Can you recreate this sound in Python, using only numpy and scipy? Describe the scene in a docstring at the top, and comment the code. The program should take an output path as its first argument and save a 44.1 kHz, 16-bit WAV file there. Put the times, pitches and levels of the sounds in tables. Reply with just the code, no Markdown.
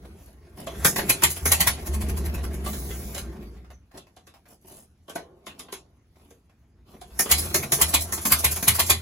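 """In a tent, an old four-cylinder tractor is hand-cranked, heard in two microphone ports.
Scuffs, gear rumble and clanks lead to magneto snaps and a run of sharp pops: filtered noise bursts and ringing modes.
The engine coasts to rest, its pipe booming (gliding tones) at every stroke; air hisses while the choke rod is held.
Loose linkage taps and squeaks, then the crank is knocked back into its dog and a second run of pops follows."""
import sys
import numpy as np
from scipy import signal
from scipy.fft import rfft, irfft, next_fast_len
from scipy.io import wavfile
from scipy.ndimage import map_coordinates

SR = 44100
rng = np.random.default_rng(int(sys.argv[2]) if len(sys.argv) > 2 else 0)


def persist_wave(psi):
    """Save psi, clipped to +-1, as 16-bit WAV."""
    counts = np.round(np.clip(psi, -1, 1) * 32767).astype(np.int16)
    wavfile.write(sys.argv[1], SR, np.atleast_2d(counts).T)


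N = 397645

# All levels are relative: each source applies its own mix gains.
# firings: (time [s], treble [dB], body [dB], thud [dB], pipe boom [dB], boom pitch [Hz],
#           next cylinder's puff [dB], iron ring [dB], yelp pitch [Hz])
POPS = [(1.0957, -6, -23.5, -28.5, -61, 67, -59.5, -26.5, 1035),
        (1.2344, -6.5, -22, -27, -39, 74.8, -19.5, -24, 1123),
        (1.5188, -5, -23, -33, -36, 77.1, -45.5, -26.5, 1048),
        (1.6046, -8, -24.5, -28, -40, 66, -38.5, -25, 1000),
        (1.6717, -8, -23, -26.5, -39.5, 65.4, -41.5, -25.5, 1079),
        (7.314, -3, -22.5, -35, -33, 72.6, -15.5, -15, 1106),
        (7.814, -5.5, -23.5, -33.5, -36.5, 76.1, -21, -18.5, 1095),
        (7.9406, -6, -22.5, -39, -36, 75.5, -19, -23, 1000),
        (8.32, -4.5, -22, -33, -37, 74.8, -18.5, -21, 1144),
        (8.4439, -7, -23.5, -44, -34.5, 73.9, -18, -22, 1014),
        (8.6792, -5, -22, -17, -36, 79.5, -18, -15.5, 1191),
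        (8.7945, -7, -23, -26.5, -39.5, 82.5, -21.5, -23, 1144),
        (8.8993, -6.5, -21, -30, -35.5, 79.3, -56, -17, 1090)]
# magneto and crank snapping over: (time [s], treble [dB], body [dB], ring [dB])
SNAPS = [(0.8465, -3.5, -17, -20.5), (0.9595, -17, -25, -41), (1.220, -19, -28, -38),
         (1.4548, -9.5, -24, -31), (7.192, -8.5, -24, -24), (7.5428, -8.5, -21, -27), (7.720, -7, -22, -26),
         (8.1226, -14, -31, -32), (8.252, -11, -26, -39), (8.6256, -16, -29, -36.5)]
# stray puffs from cylinders that do not fire: (time [s], treble [dB], body [dB])
PUFFS = [(0.9844, -30.5, -22), (1.3653, -28, -34), (7.2987, -22, -28), (7.6294, -25, -27.5),
         (7.802, -23, -29), (8.305, -21, -29), (8.5624, -21.5, -31)]
# choke rod, crank handle, loose parts: (time [s], treble [dB], body [dB], thud [dB], ring [dB], ring pitch [Hz])
CLANKS = [(0.6671, -33, -35, -30.5, -30, 665), (0.983, -28, -26.5, -25.5, -31, 715),
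          (2.6597, -29.5, -33, -32.5, -29.5, 1164), (2.731, -33, -41, -51.5, -46, 4010),
          (2.9042, -43, -40, -53.5, -43, 2044), (3.146, -27.5, -37.5, -41.5, -39, 2010),
          (3.162, -52, -40.5, -43.5, -30, 570), (3.179, -26.5, -43, -51, -48, 3770),
          (3.974, -39, -46, -44, -51, 2670), (4.1644, -48.5, -52, -52, -49, 753),
          (4.268, -47, -48.5, -52.5, -55, 1150), (5.0793, -53, -45, -44, -44, 660),
          (5.0956, -36, -45, -42, -47, 1540), (5.154, -32, -33.5, -25.5, -29.5, 1502),
          (5.465, -35, -34.5, -40.5, -43, 1040), (5.593, -30.5, -41, -45, -35, 3680),
          (5.6827, -72.5, -48, -48, -52, 1570), (5.724, -28, -36, -39.5, -32, 390.4),
          (6.304, -50, -57, -50.5, -50, 432), (7.012, -40, -44, -44, -34, 718),
          (7.256, -41, -33.5, -31.5, -43, 1680), (7.783, -57, -38, -34.5, -32, 414),
          (8.176, -30, -35.5, -38, -41, 960)]
# light, dead taps of slack linkage: (time [s], level [dB])
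TAPS = [(3.646, -57.5), (3.703, -49.5), (3.912, -55), (4.068, -55.5), (4.3394, -49.5), (4.4552, -54),
        (6.158, -62), (6.197, -62), (6.494, -61.5)]
# shoes and sleeves brushing: (middle [s], length [s], swish [dB], scrape [dB])
SCUFFS = [(0.055, 0.039, -58, -46), (0.248, 0.25, -55.5, -55.5), (0.61, 0.13, -50, -40.5),
          (3.962, 0.07, -83.5, -43), (4.517, 0.12, -52, -55), (4.735, 0.3, -48, -49),
          (5.584, 0.54, -86, -54.5), (6.26, 0.35, -66, -61), (6.927, 0.17, -62.5, -50.5)]
# unfired charges pushed out through the pipe: (time [s], length [s], level [dB], starting pitch [Hz])
GULPS = [(0.777, 0.086, -34.5, 63.7), (1.419, 0.11, -29, 73), (1.81, 0.042, -36.5, 63.07),
         (7.109, 0.1, -46, 57.7), (7.476, 0.164, -40, 74.7), (8.091, 0.14, -43.5, 71.2)]
# the choke rod squeaks once: (middle [s], length [s], pitch [Hz], width [Hz], level [dB])
SQUEAK = (3.745, .06, 6050, 350, -60)
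# first try at the crank: (time [s], gear rumble [dB], air hiss [dB])
FIRST_TRY = [(0.0, -50.5, -65), (.27, -58, -70), (0.43, -57.5, -75), (0.6, -51.5, -68.5),
             (0.78, -42.5, -49), (1.05, -37.5, -50.5), (1.31, -49, -50.5), (1.53, -44.5, -42.5),
             (1.8, -42, -51.5)]
# second try at the crank: (time [s], gear rumble [dB], air hiss [dB])
SECOND_TRY = [(6.8, -70.5, -89), (7.41, -41, -35.5), (7.61, -40.5, -52), (7.86, -47, -46),
              (8.09, -45, -45.5), (8.45, -47.5, -41), (8.85, -46.5, -47), (9.02, -54, -49.5)]
# cylinders taking turns at the pipe in the coast: (starting pitch at full speed [Hz], fall over the stroke [dB])
CYLINDERS = [(65, -1.5), (68, 5)]

# resonances of block, manifold and tinwork: (frequency [Hz], width [Hz], height [dB])
IRON = [(333, 40, 6.5), (735, 30, 2.5), (1065, 74, 3.5), (2058, 30, 3), (2425, 30, 5.5), (3130, 36, 2.5),
        (3360, 39, 4.5), (4070, 36, 7), (6660, 21, 4.5), (7470, 36, 12)]
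# resonances of the magneto's sprung coupling: (frequency [Hz], width [Hz], level [dB])
MAGNETO = [(655, 30, -0.5), (1304, 20, 1.5), (1826, 28, 7), (5700, 31, -1.5), (6360, 30, 3.5)]
# partials of a struck part: (multiple of its pitch, width [Hz], level [dB])
PARTIALS = [(1, 23.9, 1.5), (1.07, 24, -7.5)]

# spectra of the noises, all: (frequency [Hz], density [dB per Hz])
SIZZLE = [(2500, -21), (4400, -9), (6500, -4.5), (8000, -1), (11300, -1), (13000, -1), (15000, -4.5),
          (15800, -5.5)]
POP_BODY = [(60, -21), (130, 4.5), (280, -7), (520, -6), (800, -2.5), (1450, -2.5), (2000, 5.5),
            (3200, 2.5), (4500, -0.5), (7000, -21.5)]
POP_THUD = [(50, -17.5), (125, 5.5), (250, -11.5), (400, -12), (900, -34.0)]
SNAP_BODY = [(60, -15.5), (130, 5), (330, 2.5), (700, 0), (1300, -1), (2200, 0), (3000, -5.5), (4400, -5),
             (7000, -16.5)]
SNAP_TICK = [(2500, -23.5), (4500, -13.5), (5500, -2.5), (6700, 0.5), (8000, -3.5), (11300, 1.5),
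             (13000, 0), (15800, -2)]
PUFF_BODY = [(250, -6), (700, 1), (1400, -2.5), (2300, -1), (3200, -7), (7000, -16.5)]
CLANK_TICK = [(1800, -24.5), (2900, -7.5), (4200, -2.5), (7000, -0.5), (11000, -1), (16000, -12.5)]
CLANK_BODY = [(400, -14.5), (800, -7.5), (1500, -6), (2400, -9.5), (3400, -7.5), (7000, -28)]
CLANK_THUD = [(60, -19), (170, -4.5), (290, -4), (400, 2.5), (700, -1.5), (1200, -10.5), (3000, -42)]
RUMBLE = [(40, -19.5), (90, -8.5), (145, 0.5), (220, 1), (280, -8.5), (400, -3.5), (520, -13.5), (900, -23),
          (3000, -55.5)]
RASP = [(300, -12.5), (650, 2.5), (1100, -3), (2200, -6), (3200, -12), (4500, -13), (8000, -18.5)]
SCRAPE = [(60, -8.5), (130, 2.5), (220, 2), (380, 1.5), (800, -3.5), (1700, -17), (3000, -15), (7000, -28)]
AIR = [(20, -25.5), (70, 5), (120, -3), (220, -5), (340, -12.5), (600, -23), (1400, -25.5), (3500, -32.5),
       (6500, -35), (10000, -52.5), (16000, -52)]
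PIPE_MURMUR = [(25, -34.5), (55, -4.0), (72, -3.5), (90, -7.5), (130, -21.5), (500, -79)]
CHOKE_JET = [(2500, -25.5), (4200, -6.5), (7000, -3), (10500, -4.5), (16000, 4.0)]

# reverberation of the tent: (frequency [Hz], t60 [s])
TENT_T60_S = [(150, 0.51), (500, 0.24), (1400, 0.13), (3700, 0.2), (10000, 0.18), (16000, 0.019)]
# likeness of the two ports: (frequency [Hz], correlation)
LIKENESS = [(370, 1), (600, 0.55), (1200, 0.45), (2200, 0.3), (3200, 0), (5500, 0), (7000, 1), (15400, 1),
            (16000, 0.3)]
# left minus right port: (frequency [Hz], level [dB])
BALANCE_DB = [(200, 0), (600, -0.4), (2500, 1), (4200, -1.5), (5700, -4.5), (7000, 1), (8000, 0)]
# lag of the left port: (frequency [Hz], phase [turns])
PORT_LAG_TURNS = [(0, 0), (75, 0.0347), (5900, 0.03), (7900, 0.37), (8650, 0.5), (10200, 1.04),
                  (11500, 1.01), (13100, 1.48), (13900, 1.5), (15300, 2.5)]
EDGE_HZ = 15900

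# friction slows the flywheel at a steady rate
COAST_START_S, COAST_STROKES_PER_S, FRICTION_STROKES_PER_S2 = 1.871, 14.14, 6.62
# sounds of the coasting engine: (level at full speed [dB], loss at a tenth of that speed [dB])
COAST_BOOM, COAST_SPIT, COAST_CHUFF = (-27, 34), (-28, 58), (-33.5, 31)
COAST_RUMBLE, COAST_HISS = (-36.5, 14.4), (-54, 26)
STILL_DB = -82.5  # gears and air with the engine at rest
RASP_FROM_AIR = 0.38  # sliding iron follows the gears, and by this share the gas pressure behind the hiss
BOOM_S, BOOM_FALL_DB = 0.2, 16.5  # boom after a firing: length, fade
COAST_FALL_DB_PER_S = 35  # slow strokes leak pressure: their booms fade more
COAST_PITCH_SAG = .2  # slower strokes start lower: by this share at rest
COAST_OPEN_SHARE, COAST_RING_S = .84, 0.022  # boom lasts this share of its stroke, plus this ring
COAST_LAG_S = .01  # boom starts this late at full speed
PUFF_LEAD_S = 0.005  # the valve puffs just before the stroke
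NEXT_CYLINDER_S = 0.072  # the next cylinder puffs this long after a firing
NEXT_BODY_DB, NEXT_BODY_SHARE = -24, 0.74  # its body at 0 dB treble, and the share of the treble it follows
CHOKE_ON_S, CHOKE_OFF_S, CHOKE_RELEASE_S = 2.665, 3.19, 0.034
CHOKE_SAG_DB_PER_S = 9.5
CHOKE_MUTE_DB = -11  # the closed choke starves the puffs


def gain_of(db):
    """Amplitude factor of a level in dB."""
    return 10 ** (np.asarray(db) / 20)


def evened(x):
    """Scales to rms 1."""
    return x / np.sqrt(np.mean(x ** 2) + 1e-20)


def read(points, hz):
    """Reads a table on a log-frequency axis."""
    f, value = np.transpose(points)
    return np.interp(np.log(hz + 1), np.log(f + 1), value)


def curve(rows, axis=1):
    """One dB column of a table as a gain for every sample."""
    rows = np.array(rows)
    return gain_of(np.interp(np.arange(N) / SR, rows[:, 0], rows[:, axis]))


def add(mix, s, sound):
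    """Lays a sound into the mix at time s."""
    part = mix[max(round(s * SR), 0):][:len(sound)]
    part += sound[:len(part)]


def colour(x, spectrum, ring=1., size=8192):
    """Causal unit-energy filter: a broad spectrum plus the iron's resonances, their dB scaled by ring."""
    hz = abs(np.fft.fftfreq(size, 1 / SR))
    iron_db = sum(h / (1 + (2 * (hz - f) / w) ** 2) for f, w, h in IRON)
    log_gain = np.log(gain_of(read(spectrum, hz) + ring * iron_db))
    minimum_phase = np.exp(np.conj(signal.hilbert(log_gain)))
    taps = np.fft.ifft(minimum_phase).real[:size // 2]
    return signal.oaconvolve(x, taps / np.linalg.norm(taps))[:N]


def turbulence(flutter_db, flutter_hz):
    """Noise whose strength flutters at random."""
    knots = np.arange(0, N, SR / flutter_hz)
    noise = rng.standard_normal(N)
    flutter = np.interp(np.arange(N), knots, rng.standard_normal(N)[:len(knots)])
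    return evened(noise * gain_of(flutter_db * flutter))


def bursts(rows, axis, rise, decay, hold=0., delay=0., lead_db=-26, lead=0.016, crackle_db=2.5):
    """Crackling noise burst per row: faint leak ahead, quick swell, short hold, exponential fall; times in s."""
    level, t = np.zeros(N), np.arange(-SR // 16, SR // 2) / SR
    main = np.exp(np.minimum(t / rise, 0) - np.maximum((t - hold) / decay, 0))
    leak = gain_of(lead_db) * np.exp(-abs(t) / lead)
    for row in rows:
        add(level, row[0] + delay + t[0], gain_of(row[axis]) * (main + leak))
    return level * turbulence(crackle_db, 900)


def grit(per_s):
    """Tiny separate impacts, so many a second, at rms 1."""
    size = rng.standard_normal(N)
    struck = rng.random(N) < per_s / SR
    return evened(np.sign(size) * np.sqrt(abs(size)) * struck)


def chatter(rows, axis, decay, per_s, delay=0., hold=.003):
    """Metal meets metal: firm first contact, then a dying spray of tiny impacts."""
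    level, t = np.zeros(N), np.arange(SR // 4) / SR
    shape = np.exp(-np.maximum(t - hold, 0) / decay)
    for row in rows:
        add(level, row[0] + delay, gain_of(row[axis]) * shape)
    return level * grit(per_s)


def modes(table, spread_db=2.5, rise=.003):
    """One blow rings each mode (frequency [Hz], width [Hz], level [dB]) at a slightly random strength."""
    t = np.arange(SR // 4) / SR
    hz, width, db = np.transpose(table)[:, :, None]
    phase, luck = rng.uniform(-1, 1, (2, len(table), 1))
    strength = gain_of(db + spread_db * luck - db.max())
    ring = strength * np.exp(-np.pi * width * t) * np.sin(2 * np.pi * hz * t + np.pi * phase)
    return ring.sum(0) * (1 - np.exp(-t / rise))


def coasting():
    """Strokes of the flywheel under constant friction: (time [s], length [s], share of full speed)."""
    strokes = np.arange(COAST_STROKES_PER_S ** 2 / (2 * FRICTION_STROKES_PER_S2))
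    rate = np.sqrt(COAST_STROKES_PER_S ** 2 - 2 * FRICTION_STROKES_PER_S2 * strokes)
    times = COAST_START_S + (COAST_STROKES_PER_S - rate) / FRICTION_STROKES_PER_S2
    return list(zip(times, np.diff(times), rate / COAST_STROKES_PER_S))


def at_speed(law, speed):
    """Level in dB of a sound that fades as the engine slows."""
    return law[0] + law[1] * np.log10(speed)


def motion(last_stroke_db=-17, count=3):
    """First try, coast, rest, second try: (time [s], gear rumble [dB], iron rasp [dB], air hiss [dB])."""
    # the first strokes are skipped, so the levels glide into the coast
    coast = [(s, at_speed(COAST_RUMBLE, speed), at_speed(COAST_HISS, speed)) for s, _, speed in coasting()[count:]]
    last_s, rumble_db, hiss_db = coast[-1]
    stop_s = COAST_START_S + COAST_STROKES_PER_S / FRICTION_STROKES_PER_S2
    rest = [((last_s + stop_s) / 2, rumble_db + last_stroke_db, hiss_db + last_stroke_db),
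            (stop_s, STILL_DB, STILL_DB),
            (SECOND_TRY[0][0] - .2, STILL_DB, STILL_DB)]
    rows = list(FIRST_TRY) + coast + rest + list(SECOND_TRY)
    return [(s, rumble, rumble + RASP_FROM_AIR * (hiss - rumble), hiss) for s, rumble, hiss in rows]


def still_air():
    """Air noise, mostly low, wavering slowly."""
    return gain_of(-62.0) * colour(turbulence(0.7, 3.1), AIR, 0)


def turning():
    """Gears rumble, iron slides and air hisses at levels set by the crankshaft's motion."""
    rumble = gain_of(1) * curve(motion(), axis=1) * colour(turbulence(2.2, 60), RUMBLE, 1.0)
    rasp = gain_of(-1.0) * curve(motion(), axis=2) * colour(turbulence(4.2, 70), RASP, .3)
    hiss = gain_of(2.0) * curve(motion(), axis=3) * colour(turbulence(3.9, 50), SIZZLE, .4)
    return rumble + rasp + hiss


def slow_cranking(follow=.5):
    """The pipe murmurs in low noise, its level following half the rumble's dB."""
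    level = gain_of(-24.5) * curve(motion(), axis=1) ** follow
    return level * colour(turbulence(2, 12), PIPE_MURMUR, 0)


def rattle(per_s=28, spread_db=5, decay=0.0091):
    """Rods and tinwork chatter at random: decaying noise knocks that follow the iron rasp's level."""
    strength = gain_of(spread_db * np.minimum(rng.exponential(1, N), 2))
    knocks = (rng.random(N) < per_s / SR) * strength
    level = signal.lfilter([1], [1, -np.exp(-1 / (decay * SR))], knocks)
    noise = colour(evened(level * rng.standard_normal(N)), CLANK_BODY, .6)
    return gain_of(-14.5) * curve(motion(), axis=2) * noise


def scuffs():
    """Soft swells of gritty friction: cloth swishes, soles scrape."""
    swish, scrape = np.zeros((2, N))
    for s, length, swish_db, scrape_db in SCUFFS:
        swell = np.hanning(int(length * SR))
        add(swish, s - length / 2, gain_of(swish_db) * swell)
        add(scrape, s - length / 2, gain_of(scrape_db) * swell)
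    return colour(swish * turbulence(6, 200), SIZZLE, 0) + colour(scrape * turbulence(5.0, 160), SCRAPE, 0)


def clanks():
    """Loose iron knocks on iron: tick, clank, ring of the struck part, thud, and a lingering dull frame hum."""
    tick = colour(bursts(CLANKS, axis=1, rise=0.0018, decay=0.014, delay=0.0015), CLANK_TICK, 0.97)
    contact = chatter(CLANKS, axis=2, decay=0.022, per_s=1800, delay=0.0023, hold=.003)
    clank = colour(contact, CLANK_BODY, 0.55)
    ring = np.zeros(N)
    for s, *_, db, hz in CLANKS:
        partials = [(hz * k, width, level) for k, width, level in PARTIALS]
        add(ring, s + 0.0027, gain_of(db) * modes(partials, spread_db=1.5, rise=.003))
    thud = colour(bursts(CLANKS, axis=3, rise=0.00097, decay=0.0093, delay=0.0043), CLANK_THUD, 0.52)
    hum = colour(bursts(CLANKS, axis=3, rise=.002, decay=0.13), CLANK_THUD, 1.0)
    return (gain_of(-4.5) * tick + gain_of(-3.0) * clank + gain_of(2.0) * ring
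            + gain_of(1.5) * thud + gain_of(-21.0) * hum)


def exhaust_strokes():
    """Firings, gulps, coasting strokes: (time [s], length [s], level [dB], starting pitch [Hz], fall [dB])."""
    strokes = [(s, BOOM_S, db, hz, BOOM_FALL_DB) for s, _, _, _, db, hz, *_ in POPS]
    strokes += [(*row, 0) for row in GULPS]
    for k, (s, length, speed) in enumerate(coasting()):
        hz, fall_db = CYLINDERS[k % 2]
        strokes.append((s + COAST_LAG_S * speed ** 2,
                        COAST_OPEN_SHARE * length + COAST_RING_S,
                        at_speed(COAST_BOOM, speed),
                        hz * (1 - COAST_PITCH_SAG * (1 - speed)),
                        fall_db + COAST_FALL_DB_PER_S * length))
    return strokes


def pipe(climb=0.29, swell=.018, release=.009, overtone_db=-21):
    """Each exhaust stroke blows the pipe's lowest note, which climbs as the piston shrinks the cylinder."""
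    boom = np.zeros(N)
    for s, length, db, hz, fall_db in exhaust_strokes():
        t = np.arange(0, length + release, 1 / SR)
        travel = t / length
        angle = 2 * np.pi * np.cumsum(hz * (1 + climb * travel ** 1.88)) / SR
        ramp = np.minimum(t / swell, (t[-1] - t) / (2 * release))
        gate = np.sin(np.pi / 2 * np.clip(ramp, 0, 1)) ** 2
        tone = np.sin(angle) + gain_of(overtone_db) * np.sin(2 * angle)
        add(boom, s, gain_of(db) * evened(tone * gate * gain_of(-fall_db * travel)))
    return gain_of(0.4) * boom


def snaps(rebound_s=0.015):
    """Sprung steel lets go, chatters, rings and strikes once more as it rebounds."""
    tick = bursts(SNAPS, axis=1, rise=0.0011, hold=0.0017, decay=0.022, delay=0.0011,
                  lead_db=-23, lead=0.014, crackle_db=0.5)
    rebound = bursts(SNAPS, axis=1, rise=0.001, decay=0.02, delay=rebound_s, crackle_db=3.5)
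    strikes = colour(gain_of(-7) * tick + gain_of(-12) * rebound, SNAP_TICK, 0.52)
    contact = chatter(SNAPS, axis=2, decay=.012, per_s=2200, delay=0.00068, hold=.009)
    body = colour(contact, SNAP_BODY, .7)
    ring = np.zeros(N)
    for s, *_, db in SNAPS:
        add(ring, s, gain_of(db) * modes(MAGNETO, spread_db=4, rise=0.0013))
    return strikes + gain_of(0.2) * body + gain_of(-1.5) * ring


def coasting_puffs():
    """A valve opens ahead of each coasting stroke: (time [s], treble [dB], body [dB])."""
    rows = []
    for s, _, speed in coasting():
        mute_db = CHOKE_MUTE_DB * (CHOKE_ON_S < s < CHOKE_OFF_S)
        spit_db = at_speed(COAST_SPIT, speed) + mute_db
        chuff_db = at_speed(COAST_CHUFF, speed) + mute_db
        rows.append((s - PUFF_LEAD_S, spit_db, chuff_db))
    return rows


def unburnt_charges():
    """Stray puffs, one after each firing, one per coasting stroke: (time [s], treble [dB], body [dB])."""
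    after = [(s + NEXT_CYLINDER_S, db, NEXT_BODY_DB + NEXT_BODY_SHARE * db) for s, *_, db, _, _ in POPS]
    return list(PUFFS) + after + coasting_puffs()


def puffs():
    """Unburnt charges leave in soft, rounded puffs, chuffing in the manifold."""
    charges = unburnt_charges()
    spit = colour(bursts(charges, axis=1, rise=0.006, hold=0.012, decay=0.011, delay=-0.001), SIZZLE, 0.4)
    chuff = colour(bursts(charges, axis=2, rise=0.006, hold=0.011, decay=0.0074, delay=0.003), PUFF_BODY, 0.4)
    return gain_of(-6.0) * spit + gain_of(-4.5) * chuff


def yelps(width=0.55, crest_s=.021, steep=8, climb=.75, climb_s=0.01415, delay=-.0185):
    """The opening gap yelps: a breathy resonance swells and dies; width and climb are shares of its pitch."""
    out, t = np.zeros(N), np.arange(SR // 5) / SR
    swell = (t / crest_s * np.exp(1 - t / crest_s)) ** steep
    for s, _, db, *_, pitch in POPS:
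        pole = np.exp(-np.pi * width * pitch / SR)
        complex_noise = rng.standard_normal((len(t), 2)) @ [1, 1j]
        wobble = signal.lfilter([1], np.poly([pole, pole]), complex_noise)
        turns = np.cumsum(pitch * (1 - climb * np.exp(-t / climb_s))) / SR
        ring = swell * (wobble * np.exp(2j * np.pi * turns)).real
        add(out, s + delay, gain_of(db) * ring * np.linalg.norm(swell) / np.linalg.norm(ring))
    return out


def iron_ring(contrast=1.2, delay=.004):
    """Every firing shakes the same upper modes of the iron."""
    out = np.zeros(N)
    table = [(hz, width, contrast * height) for hz, width, height in IRON[1:]]
    for s, *_, db, _ in POPS:
        add(out, s + delay, gain_of(db) * modes(table, spread_db=5.5, rise=.004))
    return out


def pops():
    """Burning gas forces its way out: rising yelp, then bark and thud under a sharp spit; the iron rings."""
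    spit = bursts(POPS, axis=1, rise=0.0021, hold=0.0048, decay=0.0095, delay=0.001,
                  lead_db=-19, lead=.013, crackle_db=2.5)
    bark = bursts(POPS, axis=2, rise=0.0048, hold=0.0073, decay=0.012, delay=0.004,
                  lead_db=-17.5, lead=0.019, crackle_db=2.0)
    thud = bursts(POPS, axis=3, rise=0.0025, decay=0.022, delay=0.0019)
    gas = gain_of(-5) * colour(spit, SIZZLE, 0.84) + gain_of(2.5) * colour(bark, POP_BODY, 1.5)
    return (gas + gain_of(-3.5) * yelps() + gain_of(-8.5) * iron_ring()
            + gain_of(-5) * colour(thud, POP_THUD, .5))


def valves():
    """The valve gear ticks crisply at every coasting stroke."""
    rows = coasting_puffs()
    tick = colour(chatter(rows, axis=1, decay=.007, per_s=5000, delay=.005, hold=.003), SIZZLE, .5)
    tap = colour(chatter(rows, axis=2, decay=.009, per_s=1500, delay=.005, hold=.004), PUFF_BODY, 1.2)
    return gain_of(-3) * tick + gain_of(-9.5) * tap


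def choke(attack=.01):
    """Air is drawn past the closed choke while the rod is held, weakening as the engine slows."""
    t = np.arange(N) / SR
    opening = np.exp(-np.maximum(t - CHOKE_OFF_S, 0) / CHOKE_RELEASE_S)
    held = np.clip((t - CHOKE_ON_S) / attack, 0, 1) * opening
    suction = held * gain_of(-CHOKE_SAG_DB_PER_S * np.maximum(t - CHOKE_ON_S, 0))
    jet = colour(turbulence(.8, 80), CHOKE_JET, 0.72)
    hiss = colour(turbulence(1.5, 50), SIZZLE, 1.0)
    throat = colour(turbulence(1.9, 50), PUFF_BODY, .8)
    return suction * (gain_of(-36.0) * jet + gain_of(-44.0) * hiss + gain_of(-53.0) * throat)


def taps():
    """Slack joints tap without a tone: short sprays of impacts."""
    return colour(chatter(TAPS, axis=1, decay=0.021, per_s=2000), RASP)


def squeak():
    """Dry metal slips and sings in one narrow resonance."""
    s, length, hz, width, db = SQUEAK
    out, swell = np.zeros(N), np.hanning(int(length * SR))
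    pole = np.exp((2j * hz - width) * np.pi / SR)
    ring = signal.lfilter([1], np.poly([pole, pole]), rng.standard_normal(len(swell))).real
    add(out, s - length / 2, gain_of(db) * swell * evened(ring))
    return out


def reflections(gap=.002, size=256):
    """Dense random echoes of the tent, each band dying at its own speed."""
    count = SR * 3 // 4
    taps = rng.standard_normal(count) * (rng.random(count) < .12) * (np.arange(count) > gap * SR)
    hz, t, z = signal.stft(taps, SR, nperseg=size)
    t60 = read(TENT_T60_S, hz)[:, None]
    tail = signal.istft(z * gain_of(-60 * t / t60) / np.sqrt(t60), SR, nperseg=size)[1]
    return tail / np.linalg.norm(tail)


def tent(x, wet_db=-5.0, count=7):
    """Direct sound plus echoes: several random tails crossfade ten times a second, avoiding a fixed comb."""
    turn = np.arange(N) / SR * 10
    wet = np.zeros(N)
    for k in range(count):
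        distance = np.minimum(abs((turn - k) % count - 1), 1)
        wet += signal.oaconvolve(x * np.cos(np.pi / 2 * distance), reflections())[:N]
    return (x + gain_of(wet_db) * wet) / np.hypot(1, gain_of(wet_db))


def sound_field():
    """The noisy sources in the tent, plus the pipe's murmur and still air without echoes."""
    engine = turning() + rattle() + snaps() + puffs() + pops() + valves() + choke()
    handling = scuffs() + clanks() + taps() + squeak()
    return tent(engine + handling) + slow_cranking() + still_air()


def shifting_colour(x, patchy_db=3.0, patch_hz=330, patch_s=.06, size=512):
    """Overtones come and go in random patches of time and frequency."""
    hz, t, z = signal.stft(x, SR, nperseg=size)
    where = np.meshgrid(hz / patch_hz, t / patch_s, indexing="ij")
    patches = map_coordinates(rng.standard_normal((size, size)), where, order=2, mode="wrap")
    depth = hz ** 2 / (hz ** 2 + (2 * patch_hz) ** 2)  # the low rumble stays even
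    gain = gain_of(patchy_db * patches * depth[:, None])
    gain /= np.sqrt(np.mean(gain ** 2, axis=1, keepdims=True))
    return signal.istft(z * gain, SR, nperseg=size)[1][:, :N]


def ports(a, b):
    """Two ports mix two sound fields by likeness per frequency, with a lag and a balance between them."""
    size = next_fast_len(N + SR, True)
    hz = np.fft.rfftfreq(size, 1 / SR)
    a, b = rfft(a, size), rfft(b, size)
    same = np.clip(read(LIKENESS, hz), -1, 1)
    common, apart = np.sqrt((1 + same) / 2) * a, np.sqrt((1 - same) / 2) * b
    lag = np.exp(-2j * np.pi * np.interp(hz, *np.transpose(PORT_LAG_TURNS)))
    lean = gain_of(read(BALANCE_DB, hz) / 2)
    left, right = (common + apart) * lean * lag, (common - apart) / lean
    return irfft(np.array([left, right]), size)[:, :N]


def scene():
    """Two draws of the sound field feed the ports; the pipe is common to both."""
    a, b = shifting_colour(np.array([sound_field(), sound_field()]))
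    return ports(a + pipe(), b)


def record(dry):
    """The loudest peaks are squashed softly; then the recorder's band limit."""
    squashed = dry / (1 + (abs(dry) / .9) ** 6) ** (1 / 6)
    low_pass = signal.firwin(511, EDGE_HZ, window=("kaiser", 8), fs=SR)
    return signal.oaconvolve(squashed, low_pass[None], "same")


dry = scene()
out = record(dry)
persist_wave(out)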